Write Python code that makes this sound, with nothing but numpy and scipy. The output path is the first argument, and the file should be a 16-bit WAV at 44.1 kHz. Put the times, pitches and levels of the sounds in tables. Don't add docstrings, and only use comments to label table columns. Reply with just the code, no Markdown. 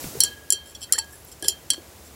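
import sys
import numpy as np
from scipy import signal
from scipy.fft import rfft, irfft
from scipy.io import wavfile

SR = 44100
rng = np.random.default_rng(int(sys.argv[2]) if len(sys.argv) > 2 else 0)


def store_wav(level_fs):
    pcm = np.round(np.clip(np.atleast_2d(level_fs), -1, 1) * 32767)
    wavfile.write(sys.argv[1], SR, pcm.T.astype(np.int16))


N = 94815
T = np.arange(int(.8 * SR)) / SR
CONTACT_HZ, CONTACT_ATTACK_S = 7660, 0.00059


def clinks():
    # level/dB, tilt/(dB/oct), pitch factor, main mode/dB, snap/dB, t60 factor
    blows = [ (0.2039, -23.5, 6.5, -7.5, -2, 1.3, -5.5, 1.5, 1.014, -7, -6.5, 1),
             (0.2354, -22.5, -3.5, -3.5, -4, 1.3, -8, 1, 1.01, -1, -8, 0.84),
             (0.2473, -29.5, -1, 7, 6.5, 0.92, -22.5, -2, 0.93, 2.5, -11, .9),
             (0.5035, -31.5, -7, 4.5, 2, 1.1, -9.5, 3.5, 0.99, 1.5, -17, 0.56),
             (0.523, -26.5, -2.5, 5.5, -4, 1.25, -10, 0, 1.0, 2.5, -28, 0.8),
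             (0.5314, -43, 7, -3.5, -1, 1.1, -22, -1, 0.98, 9.5, -10, 0.49),
             (0.75, -50, -4, 9, -23, 0.56, -43.5, -7, 0.98, 9.5, -4, 1),
             (0.9236, -25.5, 13, 0.5, -1, 0.47, -6, 2, 0.99, -3, -27, 0.75),
             (0.9342, -30, 11, -6, -1, .7, -15.5, -4, 0.99, 2.5, -23, .7),
             (0.9607, -46, -2, -4, -9, 0.5, -38, -4, 1.3, -3, -10, .6),
             (0.981, -31.5, -5.5, -0.5, 8, 0.57, -33, -12.5, 0.95, 9, -19, 0.76),
             (0.986, -31, 6, -1, 2, 0.81, -19, -3.5, 1.01, 7, -21, .7),
             (1.043, -56.5, 17, 4, 9, 0.82, -45, -4, 0.96, 2, -4, .6),
             (1.4245, -32.5, -6.5, 5, 10, 0.51, -28, -5.5, 1.01, -10, 1, .6),
             (1.4453, -33.5, -7.5, -5, 1.5, 0.32, -34.5, -11, 0.9, -17, -6, 0.54),
             (1.4794, -40, 2, 6, -18, 0.48, -30, 2, 0.91, -6, -7, .6),
             (1.483, -22.5, -5.5, 2.5, -29, 0.92, -9, -0.5, .972, -1.5, -6, .8),
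             (1.7027, -20.5, 5, 5.5, 0.5, 0.73, -9.5, -1.5, 0.99, -5, -8, 0.74),
             (1.7333, -41, 7, 5, 0, 0.64, -27, -6.5, 1.02, 2, -10, .7),
             (1.7419, -29, -4, -5, -2.5, 0.88, -45, -13.5, 0.87, -6, -11, .8)]
    # t/s, f/Hz, level/dB, t60/s, spread/Hz
    pings = [(.041, 2520, -28, 0.021, 1050), (0.2054, 5690, -18, 0.086, 34), (.2351, 5680, -29, 0.062, 40),
             (0.204, 4090, -23, 0.18, 7.5), (0.7493, 3335, -32, 0.05, 81), (0.749, 5680, -36.5, 0.073, 29),
             (0.987, 4470, -27.5, 0.18, 13), (1.2483, 13800, -29.5, .012, 1300),
             (1.3947, 7540, -39, 0.023, 700), (1.4248, 8780, -18.5, 0.016, 270),
             (1.4446, 3406, -29.5, 0.057, 67), (1.4451, 8700, -25, .022, 400),
             (1.483, 4970, -12, 0.024, 40), (1.484, 7050, -20.5, 0.083, 43),
             (1.482, 11900, -14.5, 0.023, 510), (1.7018, 5820, -23, .05, 120),
             (1.7021, 8120, -12.5, 0.034, 320), (1.7027, 3272, -24.5, 0.15, 18.4)]
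    out = np.zeros(N)
    for s, ring_db, tilt_db_oct, twin_db, lowest_db, t60_factor, clack_db, *clack_timbre in blows:
        ring = wall_ring(tilt_db_oct, twin_db, lowest_db, t60_factor)
        add(out, s, from_db(ring_db) * choked(s, ring))
        add(out, s, from_db(clack_db) * clack(*clack_timbre))
    for s, hz, db, t60_s, spread_hz in pings:
        add(out, s, from_db(db) * cluster(hz, spread_hz, envelope(CONTACT_ATTACK_S, t60_s)))
    return out


def wall_ring(tilt_db_oct, twin_db, lowest_db, t60_factor):
    # f/Hz, base level/dB, base t60/s, twin (sign says which of the pair a blow favours, 0 single)
    modes = [(1643.4, -20.5, 0.76, -1), (1661.6, -25, 0.73, 1), (2657, -24, 0.24, 0),
             (3152, -11.5, 0.28, -1), (3173, -5, 0.23, 1), (3251, -6.5, 0.11, 0), (4063, -13, 0.17, 0),
             (4395, -4.5, 0.16, -1), (4450, -6.5, 0.15, 1), (5340, -15.5, 0.12, -0.089),
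             (5728, -16, 0.18, 0), (5810, -16.5, 0.12, 0.11), (7480, -12, 0.13, -1), (7440, -15, 0.088, 1)]
    pivot_hz, tilt_top_hz = modes[4][0], 4900
    out = np.zeros(N)
    for k, (hz, db, t60_s, twin) in enumerate(modes):
        is_lowest = k < 2
        attack_s = 0.0047 if is_lowest else 0.0013
        shape = envelope(attack_s, t60_s * t60_factor)
        octaves = np.log2(min(hz, tilt_top_hz) / pivot_hz)
        gain = from_db(db + tilt_db_oct * octaves + twin_db * np.sign(twin) + lowest_db * is_lowest)
        add(out, 0, gain * shape * np.sin(2 * np.pi * hz * T[:len(shape)]))
    return out[:len(T)]


def clack(tilt_db_oct, pitch_factor, main_db, snap_db, t60_factor):
    # f/Hz, level/dB, t60/s, spread/Hz
    modes = [(950, -32.5, 0.021, 496), (1963, -25.5, 0.046, 350), (3102, -20, 0.037, 276),
             (4337, -14.5, 0.06, 200), (5297, -10.5, 0.057, 350), (5780, -12, 0.14, 199),
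             (6350, -19, .035, 220), (7465, 0, 0.057, 204), (8120, -11, 0.06, 540), (9687, 0, 0.036, 150),
             (10430, -7, 0.052, 180), (11280, -17.5, 0.04, 230), (11970, -16, 0.048, 340),
             (13520, -12, 0.017, 470), (15380, -21.5, 0.014, 360)]
    hold_s, drop_t60_s, drop_floor = 0.0017, 0.012, 0.42
    out = np.zeros(len(T))
    for hz, db, t60_s, spread_hz in modes:
        is_main = abs(hz - CONTACT_HZ) < 400
        gain = from_db(db + tilt_db_oct * np.log2(hz / CONTACT_HZ) + main_db * is_main)
        shape = envelope(CONTACT_ATTACK_S, t60_s * t60_factor, hold_s)
        add(out, 0, gain * cluster(hz * pitch_factor, spread_hz, shape))
    out *= drop_floor + (1 - drop_floor) * decay(T, drop_t60_s, hold_s)
    snap_shape = envelope(CONTACT_ATTACK_S / 2, t60_s=0.0062, hold_s=hold_s / 2)
    snap = rms_one(signal.sosfilt(butter([4640, 13500], "band", order=4), rng.standard_normal(len(T))))
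    add(out, 0, from_db(snap_db) * snap_shape * snap[:len(snap_shape)])
    return out


def choked(start_s, ring):
    # t/s, loss/dB
    presses = [(1.465, 7.5), (1.745, 9.5)]
    ramp_s = 0.0076
    for s, loss_db in presses:
        if s > start_s:
            ring = ring * from_db(-loss_db * np.clip((start_s + T - s) / ramp_s, 0, 1))
    return ring


def slides():
    # t/s, length/s, rub level/dB, rub tilt/(dB/oct), ring level/dB, ring tilt/(dB/oct)
    strokes = [(0.647, 0.078, -51, 2, -56.5, -12), (.747, 0.017, -49.5, -1.5, -46.5, -6),
               (0.805, 0.049, -39, -4, -41, -13), (0.937, 0.043, -45, 0, -41.5, -2),
               (0.979, 0.012, -28, 0, -32, -15), (1.03, 0.24, -56.5, 10, -80, -1),
               (1.106, 0.049, -51, 8, -69, -6), (1.26, 0.044, -51.5, 4, -67, 4),
               (1.312, 0.014, -43, 0, -55, -1), (1.429, 0.067, -37.5, -3, -39, -3),
               (1.487, 0.016, -31.5, -2, -36, -8), (2.02, 0.071, -55.5, -1, -74, -3)]
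    # f/Hz, base level/dB, t60/s, spread/Hz
    rub_modes = [(5340, -3, 0.031, 265), (5810, -10.5, 0.034, 150), (7480, -0.5, 0.045, 260),
                 (8570, -2.5, .02, 740), (10170, -4.5, 0.026, 170), (10220, -3, 0.045, 230),
                 (12400, -7, 0.022, 870), (13750, -10, .03, 290)]
    slips_per_s, slip_spread_db = 900, 5
    out = np.zeros(N)
    for s, length_s, rub_db, rub_db_oct, ring_db, ring_db_oct in strokes:
        arch = np.sqrt(np.sin(np.pi * np.minimum(T / length_s, 1)).clip(0))
        slips = arch * (rng.random(len(T)) < slips_per_s / SR)
        slips *= from_db(slip_spread_db * rng.standard_normal(len(T)))
        rub = np.zeros(len(T))
        for hz, db, t60_s, spread_hz in rub_modes:
            gain = from_db(db + rub_db_oct * np.log2(hz / CONTACT_HZ))
            add(rub, 0, gain * cluster(hz, spread_hz, envelope(CONTACT_ATTACK_S, t60_s)))
        ring = wall_ring(ring_db_oct, twin_db=3.2, lowest_db=-20.5, t60_factor=0.61)
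        for db, response in (rub_db, rub), (ring_db, ring):
            scrape = signal.fftconvolve(slips, response)[:len(T)]
            stroke_rms = np.sqrt(np.sum(scrape ** 2) / (length_s * SR) + 1e-12)
            add(out, s, from_db(db) * choked(s, scrape) / stroke_rms)
    return out


def bubbles():
    # t/s, start f/Hz, level/dB, t60/s, rise/(oct/s)
    wake = [(.892, 1830, -42, 0.06, 11.5), (0.896, 1448, -49, 0.21, 4.8), (0.919, 1360, -39, .05, 3.4),
            (.935, 1150, -34, 0.079, 27), (0.944, 1850, -39, 0.056, 4), (.955, 1646, -28.5, 0.043, 14),
            (0.98, 1820, -28, 0.036, 8.5), (.986, 882, -33, 0.12, 1.3), (1.132, 1697, -42.5, 0.069, 2.3)]
    out = np.zeros(N)
    for s, start_hz, db, t60_s, rise_oct_s in wake:
        shape = envelope(attack_s=0.0015, t60_s=t60_s, hold_s=0.0015)
        hz = start_hz * 2 ** (rise_oct_s * T[:len(shape)])
        add(out, s, from_db(db) * shape * np.sin(2 * np.pi * np.cumsum(hz) / SR))
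    return out


def knocks():
    # t/s, f/Hz, level/dB, t60/s
    bumps = [(.042, 283, -22, 0.021), (.056, 149, -23.5, 0.043), (.152, 436, -28, .04),
             (.167, 432, -30, 0.068), (.173, 132, -30.5, 0.044), (.238, 403, -33.5, 0.052),
             (0.523, 405, -36, 0.097), (.95, 454.7, -41, 0.13), (1.425, 365.3, -33, 0.16),
             (1.426, 690, -36.5, 0.095), (1.446, 463, -34.5, 0.1), (1.435, 156, -39, 0.077),
             (1.484, 386, -33.5, 0.088), (1.484, 700, -41, 0.062), (1.715, 300, -39.5, 0.058),
             (1.78, 348, -28.5, 0.028)]
    out = np.zeros(N)
    for s, hz, db, t60_s in bumps:
        shape = envelope(attack_s=0.0012, t60_s=t60_s, hold_s=0.0012)
        add(out, s, from_db(db) * cluster(hz, spread_hz=0.14 * hz, shape=shape))
    return out


def reflections(x, level_db=-18.5):
    shape = envelope(attack_s=0.0062, t60_s=0.12)
    tail = shape * rng.standard_normal(N)[:len(shape)]
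    return from_db(level_db) * signal.fftconvolve(x, tail / np.sqrt(np.sum(tail ** 2)))[:N]


def outdoor_air():
    # f/Hz, relative level/dB
    spectrum = [(18, -59), (30, -8), (75, -2), (157, -12), (355, -10.5), (384, -12), (512, -11.5),
                (1160, -19.5), (3140, -24), (3400, -24), (6900, -23.5), (7470, -23), (8520, -25.5),
                (10200, -24.5), (16000, -27)]
    # t/s, lift/steps
    contour = [(0, 12), (.06, 12), (.12, 9), (.18, 9), (.25, 7.5), (.36, 1), (.6, -1.5), (1.2, -0.5),
               (1.6, 0.5), (1.85, 1), (2.15, 1)]
    mid_db_per_step, treble_db_per_step = 0.79, 1.31
    bins_hz = np.maximum(np.fft.rfftfreq(N, 1 / SR), 1)
    points_hz, levels_db = np.transpose(spectrum)
    colour = from_db(np.interp(np.log(bins_hz), np.log(points_hz), levels_db))
    air = from_db(-47.5) * rms_one(irfft(rfft(rng.standard_normal(N)) * colour, N))
    air = signal.sosfilt(butter(58, "high"), air)
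    hiss = signal.sosfiltfilt(butter(94, "high"), air)
    treble = signal.sosfiltfilt(butter(4200, "high"), air)
    rumble, mid = air - hiss, hiss - treble
    lift = np.interp(np.arange(N) / SR, *np.transpose(contour))
    return rumble + mid * from_db(mid_db_per_step * lift) + treble * from_db(treble_db_per_step * lift)


def hum(hz=74, level_db=-58, waver_depth=0.19):
    waver = rms_one(signal.sosfilt(butter(5, "low"), rng.standard_normal(N + SR))[SR:])
    tone = np.sqrt(2) * np.sin(2 * np.pi * hz * np.arange(N) / SR)
    return from_db(level_db) * (1 + waver_depth * waver) * tone


def cluster(hz, spread_hz, shape, count=7):
    modes_hz = hz + spread_hz * (2 * (np.arange(count) + rng.random(count)) / count - 1)
    cycles = modes_hz[:, None] * T[:len(shape)] + rng.random((count, 1))
    tone = np.sin(2 * np.pi * cycles).sum(0) * shape
    return tone * np.sqrt(.5 * np.sum(shape ** 2) / np.sum(tone ** 2))


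def envelope(attack_s, t60_s, hold_s=0):
    t = T[:int((hold_s + 2 * t60_s) * SR) + 2]
    return (1 - np.exp(-t / attack_s)) * decay(t, t60_s, hold_s)


def decay(t, t60_s, hold_s):
    return np.exp(-np.log(1000) * np.maximum(t - hold_s, 0) / t60_s)


def butter(edge_hz, kind, order=2):
    return signal.butter(order, edge_hz, kind, fs=SR, output="sos")


def from_db(db):
    return 10 ** (np.asarray(db) / 20)


def rms_one(x):
    return x / np.sqrt(np.mean(x ** 2) + 1e-20)


def add(out, start_s, sound):
    i = int(np.clip(start_s * SR, 0, N - 1))
    out[i:i + len(sound)] += sound[:N - i]


def scene():
    background = outdoor_air() + hum()
    near = knocks() + bubbles() + slides() + clinks()
    return (near + reflections(near) + background)[None]


def record(dry):
    cutoff_hz = 15750
    lowpass = signal.ellip(10, .1, 80, cutoff_hz, fs=SR, output="sos")
    return signal.sosfilt(lowpass, np.clip(dry, -.9, .9))


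dry = scene()
out = record(dry)
store_wav(out)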